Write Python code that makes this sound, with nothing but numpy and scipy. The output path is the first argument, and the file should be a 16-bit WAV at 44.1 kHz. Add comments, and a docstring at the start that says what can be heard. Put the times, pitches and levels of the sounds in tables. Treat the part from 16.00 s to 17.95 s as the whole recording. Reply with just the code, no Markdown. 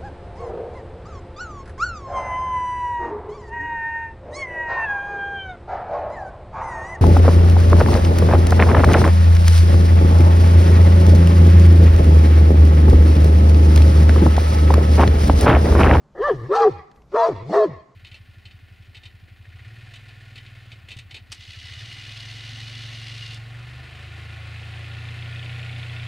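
"""A large dog barks twice, then twice more, just left of the microphone in a yard at night.
In each bark the voice splits into up to three unrelated tones with a rasp around them;
between and after the barks the vocal folds go slack and it sinks to a soft growl.
Far walls return echoes, a few small ticks come from the fence or the ground,
and the air rumbles faintly behind it all."""
import sys
import numpy as np
from scipy import signal
from scipy.fft import rfft, irfft
from scipy.io import wavfile
from scipy.ndimage import uniform_filter1d

SR = 44100
rng = np.random.default_rng(int(sys.argv[2]) if len(sys.argv) > 2 else 0)


def to_wav(s):
    """Save 16-bit WAV."""
    ch = np.atleast_2d(s).T  # columns
    pcm = np.round(np.clip(ch, -1, 1) * 32767)  # PCM
    wavfile.write(sys.argv[1], SR, pcm.astype(np.int16))


N = 85995
TIME = np.arange(N) / SR

# The open mouth in each bark. Each row: seconds when open and when closing, the bright edge's relative
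# dB at those two moments, mouth resonance in Hz, its gain in dB, upper throat resonance in dB against
# the top tone (at zero roughness), bright echo in dB.
MOUTHS = [ (0.227, 0.284, -51.5, -47.5, 3100, 9, -8, -38), (0.556, 0.632, -40, -44, 2592, 2.5, -16, -23),
          (1.174, 1.245, -46, -41.5, 2412, 6, -22, -11.5), (1.537, 1.646, -45, -51.5, 4340, 0, -14.5, -19),
          ]


def dog():
    """Four barks and four growls from one spot, a little left of the microphone."""
    # One table a bark. Each row: time in seconds, low, middle and top tone in Hz, roughness from 0 to 1,
    # low, middle and top tone in dB.
    voices = [
        [(.153, 330, 551.3, 1040, 0.59, -50.5, -42.5, -58), (.182, 376.5, 589.4, 1033, 1, -34, -45, -47),
         (.21, 402.7, 724.4, 962, 0.15, -17, -39.5, -40), (.24, 580.6, 902.4, 1141, 0.25, -26, -47.5, -22),
         (.262, 593, 1011, 1196, 0.16, -26, -40.5, -20.5), (.285, 576.5, 725, 1175, 0.37, -20, -27.5, -28.5),
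         (.30, 505, 632, 1106, 0.2, -18.5, -29.5, -22.5), (.314, 414, 792, 924, 0.31, -13.5, -36, -35.5),
         (.35, 293, 625, 1138, 0.7, -38.5, -48, -51.5)],
        [(.492, 343.9, 562, 901.3, 0.35, -31.5, -43, -53.5), (.516, 402, 531.6, 1096, .25, -15, -23, -29),
         (.545, 437.4, 684.4, 1350, 0.43, -19.5, -31.5, -20.5),
         (.567, 475.5, 821.7, 1313, 0.39, -21.5, -19.5, -25), (.595, 459, 812.3, 1347, 0.33, -30.5, -15, -26),
         (.612, 455.1, 824.5, 1212, 0.32, -15, -16.5, -23.5), (.64, 454.4, 821, 1133, 0.25, -15, -19.5, -19.5),
         (.657, 434, 721, 1142, 0.24, -10, -21.5, -29.5), (.678, 405.5, 781, 1188, 0.38, -10, -23, -30.5),
         (.698, 330, 747, 1090, 0.6, -24.5, -44, -61)],
        [(1.12, 343.9, 577, 1112, 0.75, -49.5, -51, -52), (1.133, 375.6, 571, 1216, 0.6, -34.5, -41.5, -46.5),
         (1.146, 422.4, 592, 1220, 0.35, -14.5, -31.5, -28.5), (1.162, 425, 598.7, 1206, 0.7, -24.5, -19, -23),
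         (1.172, 476.1, 683.3, 920, 0.25, -22.5, -21.5, -21),
         (1.215, 460.7, 682, 922.4, 0.2, -24.5, -17.5, -18), (1.247, 461, 653, 1026, 0.19, -31, -15, -19),
         (1.29, 449.2, 694, 1047, 0.72, -19.5, -24, -36.5), (1.33, 286.4, 602, 1094, 0.7, -33, -43, -47)],
        [(1.495, 298, 700, 1110, 0.86, -33, -34, -58), (1.52, 307.4, 667.2, 1238, 0.73, -29, -37.5, -45.5),
         (1.535, 366.1, 623.2, 1268, 0.76, -27, -20, -27), (1.555, 415.2, 654.4, 1036, 0.71, -16, -20, -26.5),
         (1.578, 416.8, 692, 1114, 0.29, -13, -20, -23.5), (1.612, 430, 640.4, 1063, 0.26, -15.5, -16.5, -29),
         (1.643, 416.6, 634.7, 1064, 0.23, -16, -18.5, -29), (1.66, 344, 667, 977, 0.33, -20, -46, -38),
         (1.685, 264, 554, 1090, 0.03, -43.5, -38, -49.5)],
    ]
    # One table a growl. Each row: time in seconds, pitch in Hz, level in dB.
    growl_curves = [
        [(.32, 170, -50), (.345, 146, -30), (.40, 112, -35), (.44, 112.7, -31.5), (.475, 138, -36),
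         (.50, 147, -46.5)],
        [(.685, 170.6, -43), (.715, 129.3, -32.5), (.75, 90.6, -39), (.79, 80.2, -43), (.835, 69, -57.5)],
        [(1.29, 173, -41.5), (1.32, 141.4, -33), (1.35, 100, -33.5), (1.38, 88.3, -37.5), (1.42, 107.3, -36.5),
         (1.475, 137.5, -34), (1.52, 196.6, -30)],
        [(1.665, 184.1, -45.5), (1.695, 165.5, -31), (1.74, 107.9, -38.5), (1.78, 77, -42.5), (1.82, 73, -62)],
    ]
    each_bark = [bark(voice, *row[:-1]) for voice, row in zip(voices, MOUTHS)]
    barks, buzz, bark_air, ring = np.sum(each_bark, axis=0)
    growls, growl_air = np.sum([growl(curve) for curve in growl_curves], axis=0)
    pan = from_db([[0.5], [-0.5]])
    return (barks + growls + mouth(buzz, bark_air + growl_air, ring)) * pan


def bark(voice, open_s, close_s, open_db, close_db, mouth_hz, mouth_db, upper_db):
    """Three unsteady tones chop the airflow, which rings the throat and gates rasp; closing folds buzz."""
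    # Rasp around each tone. Each row: low and high edge in Hz, weight of the noise.
    rasp_bands = [(348.5, 531, 0.92), (550, 900, 1), (870, 1372, 3)]
    jitter, shimmer, flutter_hz = 0.03575, 0.2, 117.5
    upper_band_hz, mouth_width_hz = (1630, 1953), 487
    *pitches, rough, low_db, middle_db, top_db = in_time(voice)
    rough, sounding = np.clip(rough, 0, 1), during(voice)
    gains = [from_db(db) * sounding for db in (low_db, middle_db, top_db)]
    phases = [phase_of(hz * (1 + jitter * rough * drift(flutter_hz))) for hz in pitches]
    tones = [np.sqrt(2) * np.sin(phase) for phase in phases]
    flow = np.exp(0.74 * even(sum(gain * tone for gain, tone in zip(gains, tones))))

    combination_tones = band(tones[1] * (tones[0] + tones[1]), 950, 1340)
    tones[2] = tones[2] + from_db(-11.5) * combination_tones
    throat = np.zeros(N)
    for gain, tone, rasp_band in zip(gains, tones, rasp_bands):
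        unsteady = tone * (1 + shimmer * rough * drift(flutter_hz))
        throat += gain * rasp(unsteady, flow, rough, *rasp_band)
    upper_gain = gains[2] * from_db(upper_db + 10 * rough)  # a rougher voice is brighter
    throat += upper_gain * rasp(band(flow, *upper_band_hz), flow, rough, *upper_band_hz, weight=1.4)

    # One sharp pulse a cycle from the two lower tones; the faster-closing fold dominates.
    closures = sum((gain * hz) ** 2 * np.exp(70 * (np.cos(phase) - 1))
                   for gain, hz, phase in zip(gains[:2], pitches, phases))
    edge = gape(open_s, close_s, open_db, close_db)
    air_share = np.clip(2.27 * rough, 0, 1)
    buzz = edge * sounding * np.sqrt(1 - air_share ** 2) * even(band(closures, 1500, 9000))
    air = edge * air_share * even(flow)
    breath = buzz + 2 * air * rng.standard_normal(N) + 1e-18
    ring = from_db(mouth_db) * band(breath, mouth_hz - mouth_width_hz / 2, mouth_hz + mouth_width_hz / 2)
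    return throat, buzz, air, ring


def rasp(tone, flow, rough, low_hz, high_hz, weight):
    """As the voice roughens, a tone gives way to noise gated by the airflow."""
    share = np.clip(weight * rough ** 1.5, 0, 1)
    turbulence = band(flow * rng.standard_normal(N), low_hz, high_hz)
    return np.sqrt(1 - share ** 2) * even(tone) + share * even(turbulence)


def gape(open_s, close_s, open_db, close_db):
    """The bark's bright edge swells as the mouth opens, holds, and fades as it closes."""
    open_db_per_s, close_db_per_s = 341.5, 233.5
    held_db = np.interp(TIME, [open_s, close_s], [open_db, close_db])
    opening_db = open_db_per_s * np.maximum(open_s - TIME, 0)
    closing_db = close_db_per_s * np.maximum(TIME - close_s, 0)
    return from_db(held_db - opening_db - closing_db)


def mouth(buzz, air, ring):
    """Buzz, turbulent air and the mouth's ringing leave between the jaws."""
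    # The mouth's filter. Each row: frequency in Hz, gain in dB.
    mouth_colour = [(1240, -42), (2050, 5), (2700, -0.5), (4300, 4), (5690, -1), (12100, -26),
                    (14300, -61.5)]
    mid, side = 2 * air * rng.standard_normal((2, N))
    centre = scatter(buzz + mid) + ring
    width = 0.42 * scatter(side) * np.array([[1], [-1]])  # turbulence differs between left and right
    return shaped(centre + width, mouth_colour)


def scatter(x):
    """Short paths past the moving jaw and tongue: uneven resonances that come and go."""
    longest_s, movement_hz, share = 0.0035, 15.6, 0.55
    paths = sum(drift(movement_hz) * np.interp(TIME - s, TIME, x) for s in rng.uniform(0, longest_s, 7))
    return (x + share * paths) / np.sqrt(1 + 7 * share ** 2)


def growl(curve):
    """Slack folds: a strong fundamental, weak overtones and a puff of air each cycle."""
    # The throat's overtones. 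Each row: frequency in Hz, dB against the fundamental.
    throat = [(160, -10.5), (240, -29.5), (350, -9.5), (450, -10.5), (700, -28), (1100, -28), (2000, -47.5)]
    jitter, shimmer = 0.0501, 0.25
    hz, db = in_time(curve)
    phase = phase_of(hz * (1 + jitter * drift(54)))
    gain = from_db(db) * during(curve) * (1 + shimmer * drift(70))
    overtones = sum(at_hz(throat, k * hz) * np.cos(k * phase + rng.uniform(0, np.pi))
                    for k in range(2, 15))
    puffs = gain * from_db(-34) * (1 + 0.5 * np.cos(phase))
    return gain * np.sqrt(2) * (np.cos(phase) + overtones), puffs


def yard(x):
    """Scatter from the ground and fence close by, a slower tail, and the echoes of far walls."""
    # What comes back from a distance. Each row: frequency in Hz, gain in dB.
    far_colour = [(100, -15), (430, -14), (1100, 0.5), (1500, -7.5), (2150, 14.5), (2800, 0), (5000, 2.5),
                  (10000, -25)]
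    # The walls. Each row: echo delay in seconds, gain in dB on top of that colour.
    walls = [(.1625, -24), (.1662, -34), (.345, -40.5)]
    near_t60_s, tail_t60_s, build_s = 0.11, 0.45, 0.19
    mono = x.mean(axis=0)
    far = shaped(mono, far_colour)
    build = np.minimum(TIME / build_s, 1) ** 2
    reverb = []
    for channel in x:
        near = from_db(-20) * rms_one(rng.standard_normal(N) * from_db(-60 * TIME / near_t60_s))
        tail = from_db(-22) * rms_one(rng.standard_normal(N) * from_db(-60 * TIME / tail_t60_s) * build)
        reflected = signal.fftconvolve(channel, near) + signal.fftconvolve(far, tail)
        reverb.append(reflected[:N] / np.sqrt(N))
    echoes = sum(from_db(db) * delayed(far, s) for s, db in walls)
    # The nearer echo returns brighter when the dog faces the wall.
    facing_db, = in_time([(s, row[-1]) for row in MOUTHS for s in row[:2]])
    bright = from_db(facing_db) * band(mono, 1940, 4340)
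    return np.array(reverb) + echoes + delayed(bright, walls[1][0])


def ticks():
    """Small dry ticks from the fence or the ground, each a few milliseconds long."""
    # Each row: start in seconds, relative level in dB.
    events = [(0.9148, -50), (0.9601, -54.5), (1.02, -54)]
    # Each row: frequency in Hz, relative level in dB.
    tick_colour = [(1000, 1), (5700, -9), (13000, -42)]
    decay_s = 0.0039
    envelope = sum(from_db(db - 1) * (TIME >= s) * np.exp(-np.abs(TIME - s) / decay_s) for s, db in events)
    return envelope * noise(tick_colour)


def night():
    """Faint outdoor air around the microphone, over an uneven low rumble."""
    # Spectra of the still air and the rumble. Each row: frequency in Hz, relative level in dB.
    air_colour = [(35, -34.5), (150, -1), (260, -12), (1100, -20), (2300, -36.5), (7000, -41.5),
                  (12000, -64.5)]
    rumble_colour = [(18, -4.5), (60, 6.5), (300, -47)]
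    # The rumble's rise and fall. Each row: time in seconds, level in dB.
    swells = [(.1, -66.5), (.24, -42), (.55, -55.5), (.8, -56), (.9, -75), (.96, -52.5), (1.93, -75)]
    mid, side = noise(air_colour), noise(air_colour)
    rumble = from_db(in_time(swells)[0]) * even(noise(rumble_colour), size=3000)
    return rumble + from_db(-57.5) * (mid + 0.15 * side * np.array([[1], [-1]]))


def from_db(db):
    """Decibels to gain."""
    return 10 ** (np.asarray(db) / 20)


def rms_one(x):
    """Scale to unit power."""
    return x / np.sqrt(np.mean(x ** 2) + 1e-20)


def even(x, size=700):
    """Hold the power at one over a window of this many samples."""
    return x / np.sqrt(np.abs(uniform_filter1d(x * x, size)) + 1e-12)


def in_time(rows):
    """Each column of a curve, at every sample."""
    s, *columns = np.transpose(rows)
    return [np.interp(TIME, np.sort(s), column) for column in columns]


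def during(rows, fade_s=0.0032):
    """One while a curve lasts, fading outside it."""
    outside_s = np.maximum(0, np.maximum(rows[0][0] - TIME, TIME - rows[-1][0]))
    return np.exp(-(outside_s / fade_s) ** 2)


def phase_of(hz):
    """Running phase of a changing pitch."""
    return 2 * np.pi * np.cumsum(hz) / SR


def delayed(x, s):
    """The same sound, s seconds later."""
    return np.interp(TIME - s, TIME, x, left=0)


def at_hz(points, hz):
    """Gain of a spectrum at these frequencies."""
    point_hz, db = np.transpose(points)
    return from_db(np.interp(np.log(hz + 1e-3), np.log(point_hz), db))


def shaped(x, points):
    """Filter a sound by this spectrum."""
    return irfft(rfft(x) * at_hz(points, np.fft.rfftfreq(N, 1 / SR)), N)


def noise(points):
    """Noise with this spectrum, at unit power."""
    return rms_one(shaped(rng.standard_normal(N), points))


def band(x, low_hz, high_hz):
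    """A steep band-pass: one filter applied twice."""
    sos = signal.butter(2, [low_hz, high_hz], "band", fs=SR, output="sos")
    return signal.sosfilt(sos, signal.sosfilt(sos, x))


def drift(hz):
    """Random wander below this rate, with unit spread."""
    return rms_one(signal.sosfilt(signal.butter(2, hz, fs=SR, output="sos"), rng.standard_normal(N)))


def scene():
    """At the microphone: the dog, the yard's answer, ticks and night air."""
    direct = dog()
    return direct + yard(direct) + ticks() + night()


def record(dry):
    """A steep low-pass cuts the highest treble."""
    cutoff_hz = 15200
    return signal.sosfilt(signal.cheby2(12, 70, cutoff_hz, fs=SR, output="sos"), dry)


dry = scene()
out = record(dry)
to_wav(out)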